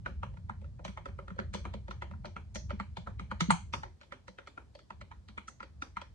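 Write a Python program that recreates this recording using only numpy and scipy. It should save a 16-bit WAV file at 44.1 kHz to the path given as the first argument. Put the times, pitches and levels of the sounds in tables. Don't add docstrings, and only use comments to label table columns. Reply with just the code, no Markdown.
import sys
import numpy as np
from scipy import signal
from scipy.fft import rfft, irfft
from scipy.io import wavfile

SR = 44100
rng = np.random.default_rng(int(sys.argv[2]) if len(sys.argv) > 2 else 0)


def gain_from_db(level_db):
    decades = np.asarray(level_db, float) / 20
    return 10 ** decades


def wrap_up_sound(samples):
    columns = np.atleast_2d(samples).T
    tamed = np.clip(columns, -1, 1)
    steps = np.round(tamed * 32767).astype(np.int16)
    wavfile.write(sys.argv[1], SR, steps)


N = 270774

# time_s, level_db
RUMBLE_LEVEL = [(0, -45.5), (2.4, -45), (2.8, -44), (3.85, -45), (4.0, -60.5), (6.14, -54)]
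# frequency_hz, density_db_per_hz
RUMBLE_SPECTRUM = [(12, -54), (20, -42), (54, 3.5), (81, 5), (101, -0.5), (161, -11), (211, -13.5),
                   (259, -28), (300, -38), (390, -42), (660, -120)]
# frequency_hz, density_db_per_hz
HISS_SPECTRUM = [(120, -29.5), (200, 5), (275, -2), (570, -8), (1280, -15), (2450, -23.5), (4330, -21.5),
                 (8800, -28.5), (11500, -31), (16000, -27.5)]
# time_s, peak_db, pitch_hz
DESK_THUMPS = [(0.063, -42.5, 198), (.11, -49, 208), (.237, -49, 200), (0.375, -49.5, 164),
               (0.509, -43, 213), (.627, -54, 207), (.808, -50, 153), (.855, -42.5, 177),
               (.888, -39, 195.6), (0.997, -49.5, 157), (1.095, -48, 193), (1.193, -45, 141),
               (1.316, -37.5, 181), (1.398, -36, 207), (1.549, -35.5, 200), (1.657, -41, 198),
               (1.75, -38.5, 202.5), (1.893, -44, 199), (2.122, -46, 200), (2.152, -46.5, 201.7),
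               (2.263, -44, 208), (2.368, -45.5, 182), (2.559, -39, 207), (2.735, -34.5, 201),
               (2.805, -35, 199), (2.985, -37.5, 172), (3.08, -42, 202), (3.215, -40, 183.5),
               (3.323, -37.5, 204), (3.419, -23, 170.7), (3.49, -21, 202.3), (3.524, -23, 170.7),
               (3.739, -48, 202), (3.782, -43, 145), (4.296, -48.5, 191.4), (4.579, -61.5, 211.5),
               (4.915, -53.5, 200), (5.024, -54, 202), (5.298, -50.5, 207), (5.386, -50.5, 204),
               (5.489, -55, 225), (5.612, -53, 210), (5.828, -58.5, 188), (5.973, -48, 192)]
# centre_hz, t60_s, relative_level_db
ROOM_BANDS = [(275, 0.23, 4.5), (402, 0.18, -3.5), (775, 0.2, -4.5), (1550, 0.22, -20), (2360, 0.26, -13.5),
              (4010, 0.25, -10.5), (5800, 0.32, -10.5), (10300, 0.27, -9.5)]
# frequency_hz, weight_db
CASE_MODES = [(310, -10), (380, -5), (450, -6), (520, 2.5), (575, 9.5), (650, -7)]
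KNOCK_MODES = [(800, -4), (915, 13.5), (1040, 10), (1210, 14), (1370, 23.5), (1600, 5), (1800, -7)]
CLICK_MODES = [(1650, 6.5), (1950, 10), (2230, 8.5), (2550, 3), (2900, -0.5), (3300, 3), (3700, -1.5),
               (4200, 1.5)]
RATTLE_MODES = [(4700, 8), (5300, -25), (5900, 15), (6400, 14.5), (7000, 11), (7500, 5.5), (8100, 6.5),
                (8800, -22.5), (9600, -14.5), (10500, -9.5), (11500, -22.5), (12500, -5.5), (14500, -13.5)]
# frequency_hz, left_lead_rad
PORT_PHASE_LEAD = [(0, 0.71), (690, 1.67), (950, 1.15), (1550, 2.37), (2070, 1.8), (2760, 0.69),
                   (3190, 1.7), (3620, 5.26), (4390, 8.8), (5170, 5.5), (5600, 3.7), (6460, 2.9),
                   (7240, 9.6), (8530, 7.7)]
# frequency_hz, left_minus_right_db
PORT_LEVEL_DIFFERENCE = [(300, -2), (900, -.5), (3000, -0.5), (5500, 6), (8200, -13.5), (11000, -1.5)]
# frequency_hz, gain_db
MICROPHONE_RESPONSE = [(8600, -1), (9600, -5.5), (11000, -5), (13000, -19.5), (16000, -35)]
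# landing_s, level_db, pitch_hz
LOOSE_PARTS = [(0.848, -45, 5440), (1.538, -43, 6360), (1.5444, -44, 5240), (1.909, -50, 4670),
               (2.255, -53.5, 4800), (2.5496, -38, 6300), (2.5574, -37.5, 6240), (3.4084, -29.5, 6030),
               (3.5084, -26.5, 8260), (3.733, -37, 5000), (4.2777, -60, 6350), (4.4732, -53, 5730),
               (5.011, -62.5, 6700), (5.479, -44.5, 6400), (5.4874, -48.5, 6950), (5.8212, -41.5, 4640)]
# landing_s, knock_level_db, knock_pitch_hz, case_level_db, click_level_db
KEY_STROKES = [(0.061, -18, 1380, -9.5, -9), (.232, -25, 1020, -7.5, -5), (.339, -56.5, 708, 4, 0.5),
               (0.371, -45, 1090, -10, -0.5), (0.496, -26, 993, -19, -6.5), (.616, -56, 703, 10.5, 5.5),
               (.644, -47.5, 1120, 2, -2), (0.793, -41.5, 904, 5.5, -5.5), (0.85, -29.5, 921, 0, 2),
               (0.88, -35, 1190, -25, 2.5), (.974, -28, 931, -11.5, -4.5), (1.057, -32, 1230, 0, -0.5),
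               (1.086, -42.5, 1610, -24, -1.5), (1.189, -31.5, 1230, -0.5, -6.5),
               (1.281, -34, 1390, -11, -3.5), (1.304, -36.5, 1240, -9, -6), (1.362, -59, 1200, 14, 4.5),
               (1.39, -18, 1330, -7, -7), (1.539, -30.5, 1750, -5, 2.5), (1.547, -30.5, 900, 2.5, 4.5),
               (1.653, -25.5, 1230, -30, -5), (1.739, -35.5, 929, 4, 2.5), (1.882, -34, 958, 0, -3),
               (1.91, -30, 1090, -32, -2), (2.021, -23.5, 921, -10, -5), (2.112, -40, 964, -3.5, -2),
               (2.136, -41, 999, -13, -15.5), (2.246, -31, 969, -1, -10), (2.256, -37, 937, -0.5, 5),
               (2.365, -26, 1410, -18, -5.5), (2.549, -44, 700, -18.5, 4.5), (2.556, -32, 1170, 4.5, 6),
               (2.696, -38, 1380, -6, 0), (2.705, -27, 1190, -3.5, -3), (2.799, -22, 977, -20, -4.5),
               (2.97, -31.5, 813, -5, 2), (3.072, -27, 1240, -9.5, -7), (3.196, -30, 1380, -13, 0),
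               (3.308, -56.5, 1210, -15, 6.5), (3.314, -22.5, 934, -14, -5),
               (3.407, -19.5, 926, -27.5, 5.5), (3.505, -7.5, 923, -39.5, -3.5),
               (3.737, -20.5, 1040, -11, 1), (3.833, -27.5, 966, -5, -3), (4.013, -44, 1330, -7, 4),
               (4.032, -52, 920, 0, 7.5), (4.123, -28.5, 1320, -11, -1), (4.281, -37.5, 1020, -2, 3),
               (4.386, -33, 1310, -6.5, -1.5), (4.473, -36, 1440, -10, 0), (4.576, -31.5, 1320, -18, -6),
               (4.751, -47.5, 807, 7.5, 6.5), (4.791, -49, 1240, -5.5, 5), (4.905, -31.5, 888, -13, -3.5),
               (5.013, -38.5, 1100, -2, 3), (5.115, -33, 982, -43, -4.5), (5.286, -44, 1330, -12, 5.5),
               (5.378, -25.5, 1110, -34, -3.5), (5.481, -35, 1430, -13, 0.5), (5.604, -29, 1040, -36, -5),
               (5.629, -34, 1450, -6.5, -1), (5.822, -27, 1340, -21, -1.5), (5.969, -22, 964, -42, -5.5),
               (6.016, -34.5, 869, -7, 2.5)]

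TIME_S = np.arange(N) / SR
FREQUENCY_HZ = np.arange(N // 2 + 1) * SR / N
SIDES = np.array([[1], [-1]])
WAVER_DB, WAVER_POINTS_PER_S = 2, 6
HISS_DB = -71.5
THUMP_T60_S = 0.12
CASE_T60_S, KNOCK_T60_S, CLICK_T60_S, RATTLE_T60_S = 0.03, 0.017, 0.005, 0.0035
RING_SAMPLES, STROKE_SAMPLES, TAIL_SAMPLES = 2048, 4000, 16000
LANDING_SAMPLE = 800
PORT_LAG_S = 0.00004
CLICK_HZ, CLICK_OCTAVES_PER_DB, CLICK_SCATTER_OCTAVES = 2380, 0.07, 0.1
RATTLE_DB, RATTLE_DB_PER_DB = -16, 1.7


def shape(x, points):
    hz, db = np.transpose(points)
    gain = gain_from_db(np.interp(np.log(FREQUENCY_HZ + 1), np.log(hz), db))
    return irfft(rfft(x) * gain, N)


def coloured_noise(points):
    noise = shape(rng.standard_normal(N), points)
    return noise / np.sqrt(np.mean(noise ** 2))


def add(out, x, start_s):
    i = max(int(start_s * SR), 0)
    out[:, i:i + x.shape[1]] += x[:, :N - i]


def rumble():
    mid = coloured_noise(RUMBLE_SPECTRUM)
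    quadrature = signal.hilbert(mid).imag
    side = gain_from_db(-10.5) * quadrature + gain_from_db(-17.0) * coloured_noise(RUMBLE_SPECTRUM)
    waver = np.interp(TIME_S * WAVER_POINTS_PER_S, np.arange(200), rng.standard_normal(200))
    level_db = np.interp(TIME_S, *np.transpose(RUMBLE_LEVEL)) + WAVER_DB * waver
    return gain_from_db(level_db) * (mid - SIDES * side)


def hiss():
    shared = coloured_noise(HISS_SPECTRUM)
    opposed = gain_from_db(-0.5) * SIDES * coloured_noise(HISS_SPECTRUM)
    return gain_from_db(HISS_DB) * (shared + opposed)


def room():
    t = np.arange(TAIL_SAMPLES) / SR
    bands, fades = [], []
    for hz, t60, db in ROOM_BANDS:
        band_filter = signal.butter(2, [hz / 1.247, hz * 1.368], "band", fs=SR, output="sos")
        mid, side = signal.sosfilt(band_filter, rng.standard_normal((2, N + TAIL_SAMPLES)))
        bands.append(mid + SIDES * side * min(hz / 800, 1))
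        fade = np.exp(-np.log(1000) * t / t60) * (1 - np.exp(-t / 0.0013))
        fades.append(gain_from_db(db) * fade / np.sqrt(np.sum(fade ** 2)))

    def echoes(start_s):
        i = int(start_s * SR)
        return sum(band[:, i:i + TAIL_SAMPLES] * fade for band, fade in zip(bands, fades))

    return echoes


def desk():
    out, t = np.zeros((2, N)), np.arange(SR // 4) / SR
    envelope = (1 - np.exp(-t / 0.0052)) * np.exp(-np.log(1000) * t / THUMP_T60_S)
    envelope = envelope / envelope.max()
    port_phase = SIDES * 0.5 * 1.28
    for (time_s, db, hz), turn in zip(DESK_THUMPS, rng.random(len(DESK_THUMPS))):
        thump = envelope * np.sin(2 * np.pi * (hz * t + turn) + port_phase)
        add(out, gain_from_db(db) * thump, time_s - 0.004)
    return out


def ports(x):
    phase = np.interp(FREQUENCY_HZ, *np.transpose(PORT_PHASE_LEAD))
    db = np.interp(FREQUENCY_HZ, *np.transpose(PORT_LEVEL_DIFFERENCE))
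    return irfft(rfft(x) * np.exp(0.5j * SIDES * phase) * gain_from_db(SIDES * db / 2), N)


def near_pitch(modes, hz, db_per_octave_squared):
    return -db_per_octave_squared * np.log2(np.array(modes)[:, :1] / hz) ** 2


def ring(modes, t60, weight_db, chance, lag_s, scatter_db, detune, side_db):
    hz, db = (column[:, None] for column in np.transpose(modes))
    port_delay = np.maximum(lag_s * SIDES, 0)[:, None]
    t = np.maximum(np.arange(RING_SAMPLES) / SR - port_delay, 0)
    level_db = db + weight_db + scatter_db * chance[:, :1]
    size = gain_from_db(level_db + side_db * chance[:, 2:3] * SIDES[:, None])
    size = size * (-1.) ** np.arange(len(hz))[:, None]
    tuned_hz = hz * (1 + detune * chance[:, 1:2])
    decay = np.exp(-np.log(1000) * t / t60)
    x = np.sum(size * decay * np.sin(2 * np.pi * tuned_hz * t), axis=1)
    return x / np.sqrt(np.sum(x ** 2) * 10 / (t60 * SR))


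def contacts(chance, spread_s, slide_s, slide_db, scatter_db, lead_db):
    train = np.zeros(RING_SAMPLES)
    before = chance[:, 0] < 0
    offset_s = chance[:, 0] * np.where(before, slide_s, spread_s)
    at = np.clip(LANDING_SAMPLE + offset_s * SR, 0, RING_SAMPLES - 1).astype(int)
    level_db = scatter_db * chance[:, 1] + slide_db * before - 2.6 * np.abs(chance[:, 0])
    np.add.at(train, at, np.sign(chance[:, 2]) * gain_from_db(level_db))
    train[LANDING_SAMPLE] += gain_from_db(lead_db)
    return train[None] / np.sqrt(np.sum(train ** 2))


def loose_parts(echoes):
    near, far = np.zeros((2, N)), np.zeros((2, N))
    chances = rng.standard_normal((len(LOOSE_PARTS), 160, 3))
    for (landing_s, db, hz), c in zip(LOOSE_PARTS, chances):
        near_db = near_pitch(RATTLE_MODES, hz, 60)
        rattle = ring(RATTLE_MODES, RATTLE_T60_S, near_db, c[1:14], PORT_LAG_S * c[0, 0], 1.5, 0.02, 2.0)
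        rattle = gain_from_db(db) * rattle
        shaking = contacts(c[14:], 0.0083, 0.0028, -7.0, 2.8, 15)
        direct = gain_from_db(7.5) * signal.fftconvolve(rattle, shaking, axes=1)
        add(near, direct, landing_s - LANDING_SAMPLE / SR)
        add(far, gain_from_db(11.5) * signal.fftconvolve(rattle[:1], echoes(landing_s), axes=1), landing_s)
    return ports(near) + far


def keys(echoes):
    near, far = np.zeros((2, N)), np.zeros((2, N))
    push = np.hanning(int(0.00052 * SR))[None]
    t = np.arange(RING_SAMPLES) / SR
    swell = 1 - np.exp(-t / 0.0051)
    chances = rng.standard_normal((len(KEY_STROKES), 300, 3))
    for (landing_s, db, hz, case_db, click_db), c in zip(KEY_STROKES, chances):
        lag_s = np.clip(PORT_LAG_S * c[0, 0], -0.001, 0.001)
        octaves = CLICK_OCTAVES_PER_DB * click_db + CLICK_SCATTER_OCTAVES * c[0, 1]
        click_hz = CLICK_HZ * 2 ** octaves
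        rattle_db = RATTLE_DB + RATTLE_DB_PER_DB * click_db

        knock_weight_db = near_pitch(KNOCK_MODES, hz, 40)
        click_weight_db = near_pitch(CLICK_MODES, click_hz, 8)
        knock = ring(KNOCK_MODES, KNOCK_T60_S, knock_weight_db, c[1:8], lag_s, 1.5, 0.025, 1)
        case = gain_from_db(case_db) * swell * ring(CASE_MODES, CASE_T60_S, 0, c[8:14], lag_s, 2, 0.03, 1)
        click = ring(CLICK_MODES, CLICK_T60_S, click_weight_db, c[14:22], lag_s, 1.5, 0.03, 1.5)
        click = gain_from_db(click_db) * click
        rattle = gain_from_db(rattle_db) * ring(RATTLE_MODES, RATTLE_T60_S, 0, c[22:35], lag_s, 1.5, 0.02, 2)

        blow = signal.fftconvolve(contacts(c[35:46], 0.003072, 0.00374, -16, 3.2, 6.66), push)
        blow = blow / np.sqrt(np.sum(blow ** 2) * push.sum())
        click_contacts = contacts(c[46:140], 0.008, 0.0045, -7.5, 5.4, 17)
        rattle_contacts = contacts(c[140:], 0.011, 0.0016, -5.0, 2.6, 22)
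        stroke = signal.fftconvolve(knock + case, blow, axes=1)[:, :STROKE_SAMPLES]
        stroke += signal.fftconvolve(click, click_contacts, axes=1)[:, :STROKE_SAMPLES]
        stroke += signal.fftconvolve(rattle, rattle_contacts, axes=1)[:, :STROKE_SAMPLES]
        add(near, gain_from_db(db) * stroke, landing_s - LANDING_SAMPLE / SR)

        first_swings = knock * np.exp(-t / 0.0018)
        sent = gain_from_db(-0.5) * first_swings + gain_from_db(-4.0) * case + click + rattle
        reverberation = signal.fftconvolve(sent[:1], echoes(landing_s), axes=1)
        add(far, gain_from_db(db + 3.0) * reverberation, landing_s)
    return ports(near) + far


def scene():
    echoes = room()
    return rumble() + hiss() + desk() + loose_parts(echoes) + keys(echoes)


def roll_off(x):
    return signal.sosfilt(signal.butter(12, 15500, fs=SR, output="sos"), x)


def record(dry):
    mix = shape(dry, MICROPHONE_RESPONSE)
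    return roll_off(mix)


dry = scene()
out = record(dry)
wrap_up_sound(out)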